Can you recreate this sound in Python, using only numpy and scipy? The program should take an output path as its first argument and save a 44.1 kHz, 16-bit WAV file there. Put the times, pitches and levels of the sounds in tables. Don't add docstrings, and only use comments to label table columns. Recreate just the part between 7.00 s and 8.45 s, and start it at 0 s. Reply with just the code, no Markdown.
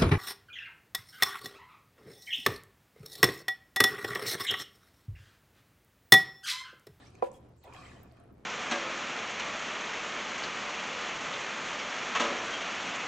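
import sys
import numpy as np
from scipy import signal
from scipy.fft import rfft, irfft, next_fast_len
from scipy.io import wavfile
from scipy.ndimage import uniform_filter1d, map_coordinates

SR = 44100
rng = np.random.default_rng(int(sys.argv[2]) if len(sys.argv) > 2 else 0)


def waveform_to_disk(signal):
    frames = np.transpose(np.atleast_2d(signal))
    scaled = np.clip(frames, -1, 1) * 32767
    samples = np.round(scaled).astype(np.int16)
    wavfile.write(sys.argv[1], SR, samples)


def field_ratio(decibels):
    return 10 ** (np.asarray(decibels, dtype=float) / 20)


N = 63945

# (frequency [Hz], correlation [1])
LIKENESS = [(60, .98), (150, .97), (290, .83), (640, .2), (1400, .5), (3100, .4), (6800, .5), (15000, .7)]

# (frequency [Hz], density [dB/Hz])
FAN_SPECTRUM = [(20, -18.5), (45, -10.5), (128, -8.5), (340, -11.5), (600, -18), (2020, -34.5), (4500, -46),
                (12500, -55), (14600, -76)]
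# (time [s], level [dB])
FAN_LOAD = [(0, 0), (.6, -1), (.9, 1), (1.2, .5), (1.45, -0.5)]
# (frequency [Hz], width [Hz], level [dB])
RUMBLE_MODES = [(65, 23.5, 1), (84, 37.3, 2)]
# (frequency [Hz], level [dB rms])
MAINS_HUM = [(120, -64.5)]
FAN_DB, RUMBLE_DB = -56, -64.5

# (time [s], pressure [dB], wetness [dB], sauce hollow pitch [Hz])
STROKE = [(0, -61.5, -2.5, 750), (.075, -67, 6.5, 853), (.104, -68.5, -1, 719), (.2, -67, -5.5, 750),
          (.29, -72, -6.5, 720), (.40, -92, 9.5, 768), (.6, -87.5, 9, 754), (.65, -65, 1.5, 950),
          (.72, -59, -10.5, 1000), (.745, -55, -3, 1050), (.86, -56, -5, 1228), (.965, -60.5, -3.5, 1000),
          (1.0, -63, -5, 740), (1.12, -72, -4, 700), (1.21, -66.5, -9, 717), (1.32, -86, -22, 717),
          (1.34, -90, -1, 734), (1.45, -73, -8, 700)]
# (time [s], pitch [Hz])
GAP_PITCH = [(0, 1750), (.04, 1850), (.08, 2400), (.2, 2505), (.645, 1942), (.7, 2403), (.82, 2495),
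             (.87, 2106), (.925, 1750), (1.0, 1905), (1.06, 2480), (1.2, 1682), (1.45, 2315)]
# (frequency [Hz], density [dB/Hz])
SLIDE_SPECTRUM = [(180, -52), (300, -18), (389, -15.5), (566, -26), (1180, 1), (1490, -6.5), (5000, -28),
                  (6500, -76), (11000, -120)]
# (frequency [Hz], width [Hz], level [dB])
PAN_MODES = [(1750, 78, 3), (2280, 34, -7), (2502, 56, 6), (3200, 37, 1.5), (4000, 160, -7.5),
             (6300, 57, -20)]
# (frequency [Hz], width [Hz], level [dB])
GROAN_MODES = [(328, 120, -3.5), (525, 13, 1), (700, 103, 0)]
# (frequency [Hz], density [dB/Hz])
FIZZ_SPECTRUM = [(1760, -16.5), (3000, -8), (3260, -12.5), (3560, -8.5), (7850, -14.5), (13700, -42),
                 (15500, -50)]
HOLLOW_DB, GAP_DB, BODY_DB, GROAN_DB = -5.5, -7.5, -5.5, -2.5
HOLLOW_WIDTH_HZ, GAP_WIDTH_HZ, LEFT_DB = 104, 220, -0.5

# (time [s], peak [dB], pitch [Hz], spread [octaves], t60 [s])
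SQUELCHES = [(.012, -54.5, 1790, 0.31, 0.22), (.06, -56, 2220, 0.13, .03), (.065, -57, 5500, 0.13, 0.087),
             (.08, -64, 2430, .1, .04), (.04, -63, 4680, .2, .1), (.15, -56.5, 387, 0.073, 0.083),
             (.565, -68, 7400, 0.31, 0.58), (.635, -46.5, 700, 0.7, 0.32), (.84, -50, 2170, 0.44, 0.41),
             (.9, -57, 1920, 0.23, .3), (.645, -63.5, 1950, 0.072, 0.037), (.66, -50, 962, 0.12, 0.15),
             (.67, -47.5, 447, 0.39, 0.13), (.69, -52.5, 937.6, 0.12, 0.11), (.69, -68, 2350, 0.14, .15),
             (.737, -45, 850, 0.77, 0.041), (.75, -50, 700, 0.31, 0.22), (.76, -56, 3240, 0.068, 0.12),
             (.789, -49.5, 1170, .15, 0.041), (.835, -55, 1170, .12, 0.064), (.832, -51, 1971, .2, 0.05),
             (.852, -53.5, 3150, 0.073, 0.039), (.872, -59, 2140, 0.14, 0.033),
             (.917, -52, 1750, 0.11, 0.033), (.96, -61, 3000, 0.081, 0.09), (.963, -51, 700, .6, .03),
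             (1.115, -57, 680, 0.17, 0.3), (1.19, -57.5, 693, .15, 0.45), (1.2, -59, 1350, .3, 0.19),
             (1.295, -60, 700, 0.12, 0.076), (1.295, -62.5, 1230, 0.36, .12),
             (1.312, -50, 380, 0.29, 0.081), (1.32, -51.5, 230, 0.42, 0.071)]
# (time [s], peak [dB], pitch [Hz], spread [octaves], t60 [s])
FILM_POPS = [(.104, -61.5, 9500, .5, .01), (.1516, -53.5, 2430, 0.22, 0.029),
             (.152, -52.5, 5550, 1.1, 0.012), (.3157, -48.5, 6700, 0.48, 0.015),
             (.3446, -61.5, 3300, 0.054, 0.094), (.336, -67, 13000, .3, .03),
             (.405, -64, 13700, 0.83, 0.024), (.4898, -58, 14500, 0.88, .015),
             (.5641, -67.5, 12000, 0.95, 0.016), (.581, -69, 14430, .3, .015),
             (.6374, -50, 14200, 0.51, 0.021), (.6505, -64, 14500, .3, .015),
             (.682, -71, 13500, .5, 0.0093), (.633, -64, 3870, 0.082, .03),
             (.6405, -53.5, 2400, 0.44, 0.011), (.7357, -47, 5600, 1.5, 0.023),
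             (.746, -44, 2300, 0.75, 0.018), (.7465, -57, 12500, 0.97, 0.026),
             (1.0311, -45, 14500, 0.59, 0.02), (1.04, -72, 14300, .5, 0.033),
             (1.1144, -61.5, 4560, 0.5, .02), (1.123, -59.5, 9940, 0.83, 0.0091),
             (1.137, -68, 14500, 0.54, 0.023), (1.1997, -61, 9430, 0.5, .015),
             (1.2381, -60.5, 10100, 0.38, 0.012), (1.3259, -59.5, 15000, .3, .015),
             (1.341, -64, 14200, 0.7, 0.016), (1.378, -70, 12100, .5, .012), (1.389, -75, 15000, .2, .08)]

# (time [s], length [s], level [dB])
THROWS = [
    (0.218, 0.084, -66),
    (0.321, 0.076, -65.5),
]
# (frequency [Hz], density [dB/Hz])
SPRAY_SPECTRUM = [(1470, -25), (2500, -6.5), (3830, -16.5), (8100, -8), (15500, -26)]

# (frequency [Hz], level [dB], t60 [s], left minus right [dB], left lag [cycles])
EDGE_MODES = [(990, -7, .065, 4.5, .72), (515, -5.5, .14, -6, .62), (1381, -27, .09, 2, .8),
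              (1149, -9, .03, -3, .54), (2455, -27, .04, -1, .2)]
# (frequency [Hz], level [dB], t60 [s], left minus right [dB], left lag [cycles])
FLAT_MODES = [(490, -3.5, .062, -1.7, .24), (776, -8.5, .056, -6.3, .03), (655, -6, .03, -5, .08),
              (341, -20, .12, 0, .05), (245, -24, .1, 2, 0)]
# (frequency [Hz], level [dB], t60 [s])
LINGER_MODES = [(520.6, -25, 0.33), (566, -27.5, 0.3), (682, -34, 0.16), (754, -41, 0.28), (914, -39, 0.47),
                (1086, -51, 0.5), (352.2, -32, 0.18), (1240, -50, .2)]
# (time [s], level [dB])
ROCKING = [
    (.252, 2),
    (.26, -1.5),
    (.283, 1),
    (.291, -1),
    (.33, 3.5),
    (.342, -10),
    (.36, 10),
    (.4, 7),
    (.412, -14),
]
KNOCK_S, FLAT_LATE_S, CONTACT_S = .2227, .0024, .0013
KNOCK_DB, CRACK_DB = -16, -24
SLAP_DB, SLAP_LENGTH_S, SLAP_HZ = -28, 0.058, 1600

# (frequency [Hz], t60 [s])
ROOM_DECAY = [(200, 0.16), (1000, 0.59), (3000, 0.68), (8000, 0.28)]
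ROOM_DB = -15


def unit(x):
    return x / np.sqrt(np.mean(x ** 2) + 1e-20)


def along(points, hz):
    f, v = np.transpose(points)
    return np.interp(np.log(hz + 1), np.log(f + 1), v)


def curves(rows):
    s, *cols = np.transpose(rows)
    return [np.interp(np.arange(N) / SR, s, c) for c in cols]


def wobble(rate_hz):
    return map_coordinates(rng.standard_normal(N // 64), [np.arange(N) * rate_hz / SR])


def filtered(x, response):
    m = next_fast_len(N + SR // 2)
    return irfft(rfft(x, m) * response(np.fft.rfftfreq(m, 1 / SR)), m)[..., :N]


def shaped(x, spectrum):
    return filtered(x, lambda hz: field_ratio(along(spectrum, hz)))


def peaks(modes):
    def response(f):
        total = 0
        for k, (hz, width_hz, db) in enumerate(modes):
            loss = 1j * f * width_hz
            total = total + (-1) ** k * field_ratio(db) * loss / (hz * hz - f * f + loss)
        return total
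    return response


def peaks_twice(x, modes):
    return filtered(x, lambda hz: peaks(modes)(hz) ** 2)


def slips(grit_db):
    pair = rng.standard_normal((2, N))
    grit = 9.1 * uniform_filter1d(rng.standard_normal(N), size=36)
    pair = pair * field_ratio(grit_db * grit)

    def mid_side_gain(hz):
        turn = np.arccos(np.clip(along(LIKENESS, hz), -1, 1)) / 2
        return np.array([np.cos(turn), np.sin(turn)])

    mid, side = filtered(pair, mid_side_gain)
    return np.array([mid + side, mid - side])


def patchy(x, depth_db):
    z = signal.stft(x, nperseg=256)[2]
    field = uniform_filter1d(rng.standard_normal(z.shape[1:]), size=4, axis=0)
    field = unit(uniform_filter1d(field, size=14, axis=1))
    return unit(signal.istft(z * field_ratio(depth_db * field), nperseg=256)[1][:, :N])


def moving(hz, width_hz):
    a, b = (filtered(slips(grit_db=3), lambda f: 1 / (1 + (2 * f / width_hz) ** 2)) for _ in range(2))
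    phase = 2 * np.pi * np.cumsum(hz) / SR
    return unit(a * np.sin(phase) + b * np.cos(phase))


def kitchen():
    load_db, = curves(FAN_LOAD)
    rush = unit(shaped(slips(grit_db=2), FAN_SPECTRUM))
    rumble = field_ratio(RUMBLE_DB) * unit(peaks_twice(slips(grit_db=0), RUMBLE_MODES))
    hum = 0
    for hz, db in MAINS_HUM:
        tone = np.sin(2 * np.pi * hz * np.arange(N) / SR)
        hum = hum + field_ratio(db + 3.5 + 0.46 * wobble(2.9)) * tone
    rush = field_ratio(FAN_DB - 3 + 2.4 * wobble(8.06)) * rush
    return field_ratio(load_db) * (rush + rumble + hum)


def drag():
    press_db, wet_db, hollow_hz = curves(STROKE)
    gap_hz, = curves(GAP_PITCH)
    slide = patchy(shaped(slips(grit_db=1), SLIDE_SPECTRUM), depth_db=2.5)
    body = field_ratio(BODY_DB) * unit(filtered(slips(grit_db=5), peaks(PAN_MODES)))
    groan = unit(peaks_twice(slips(grit_db=-0.5), GROAN_MODES))
    hollow = field_ratio(HOLLOW_DB) * moving(hollow_hz, HOLLOW_WIDTH_HZ)
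    gap = field_ratio(GAP_DB) * moving(gap_hz, GAP_WIDTH_HZ)
    fizz = patchy(shaped(slips(grit_db=0.5), FIZZ_SPECTRUM), depth_db=3.5)
    groan = field_ratio(GROAN_DB + 1.8 * wobble(14)) * groan
    rub = field_ratio(1.2 * wobble(25)) * (slide + body + hollow + gap + groan)
    wet = field_ratio(wet_db + 1.6 * wobble(30)) * fizz
    return field_ratio(press_db - 3) * (rub + wet) * field_ratio([[LEFT_DB], [0]])


def pops(events):
    size, lead = 8192, 512
    out = np.zeros((2, N + size))
    t, f = np.arange(4096) / SR, np.fft.rfftfreq(size, 1 / SR)
    for s, db, hz, octaves, t60 in events:
        noise = rng.standard_normal((3, 4096))
        burst = noise[0] + 0.65 * noise[1:]
        burst = burst * field_ratio(-60 * t / t60) * np.minimum(t / t60 * 25, 1)
        bell = np.exp(-2 * (np.log2((f + 1) / hz) / octaves) ** 2)
        band = irfft(rfft(np.pad(burst, ((0, 0), (lead, 0))), size) * bell)
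        out[:, round(s * SR) - lead:][:, :size] += field_ratio(db) * band / np.abs(band).max()
    return np.array([np.roll(out[0], shift=1), out[1]])[:, :N]


def splash():
    t = np.arange(N) / SR
    gate = 0
    for s, length_s, db in THROWS:
        rise = np.clip((t - s) / 0.02, 0, 1)
        stop = np.clip((s + length_s - t) / 0.028, 0, 1)
        gate = gate + field_ratio(db - 60 * (t - s)) * rise * stop
    return gate * patchy(shaped(slips(grit_db=2), SPRAY_SPECTRUM), depth_db=1.5)


def ring(modes, start_s, contact_s):
    t = np.maximum(np.arange(N) / SR - start_s, 0)
    side = np.array([[.5], [-.5]])
    tones = 0
    for k, (hz, db, t60, pan_db, lag) in enumerate(modes):
        level = field_ratio(db + pan_db * side - 60 * t / t60)
        tone = np.sin(2 * np.pi * (hz * t - lag * (side + .5)))
        onset = 1 - np.exp(-(t * hz / (1000 * contact_s)) ** 2)
        tones = tones + (-1) ** k * level * tone * onset
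    return tones


def knock():
    t = np.maximum(np.arange(N) / SR - KNOCK_S, 0)
    rock_db, = curves(ROCKING)
    crack_gate = (field_ratio(-60 * t / .015) + .45 * field_ratio(-60 * t / .26 + rock_db - 3)) * (t > 0)
    crack = peaks_twice(slips(grit_db=0) * crack_gate, [(1500, 2400, 0)])
    linger = 0
    for hz, db, t60 in LINGER_MODES:
        linger = linger + field_ratio(db - 60 * t / t60) * moving(np.full(N, hz), width_hz=hz / 35)
    linger = linger * (1 - np.exp(-t / .012)) * field_ratio(rock_db)
    slap_gate = field_ratio(SLAP_DB - 100 * t) * (t > 0) * np.clip((SLAP_LENGTH_S - t) / .006, 0, 1)
    slap = peaks_twice(slips(grit_db=2.5) * slap_gate, [(SLAP_HZ, 1900, 0)])
    edge = ring(EDGE_MODES, KNOCK_S, CONTACT_S)
    flat = ring(FLAT_MODES, KNOCK_S + FLAT_LATE_S, CONTACT_S / 5)
    blow = edge + flat + linger + slap + field_ratio(CRACK_DB) * crack
    return field_ratio(KNOCK_DB) * filtered(blow, lambda hz: 1 / (1 + (200 / (hz + 1)) ** 6))


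def room(x):
    hz, t, z = signal.stft(slips(grit_db=1.5)[:, :SR // 2], SR, nperseg=256)
    decay = field_ratio(-60 * t / along(ROOM_DECAY, hz)[:, None])
    tail = signal.istft(z * decay, SR, nperseg=256)[1]
    tail = tail / np.linalg.norm(tail[0])
    late = np.pad(x.mean(axis=0), (400, 0))[None]
    return signal.fftconvolve(late, tail, axes=1)[:, :N]


def scene():
    near = drag() + knock() + splash() + pops(FILM_POPS) + pops(SQUELCHES)
    return near + field_ratio(ROOM_DB) * room(near) + kitchen()


def low_pass(x):
    return signal.sosfilt(signal.butter(12, 16400, fs=SR, output="sos"), x)


def record(dry):
    mix = filtered(dry, lambda hz: 1 / (1 + (hz / 15900) ** 60))
    return low_pass(mix)


dry = scene()
out = record(dry)
waveform_to_disk(out)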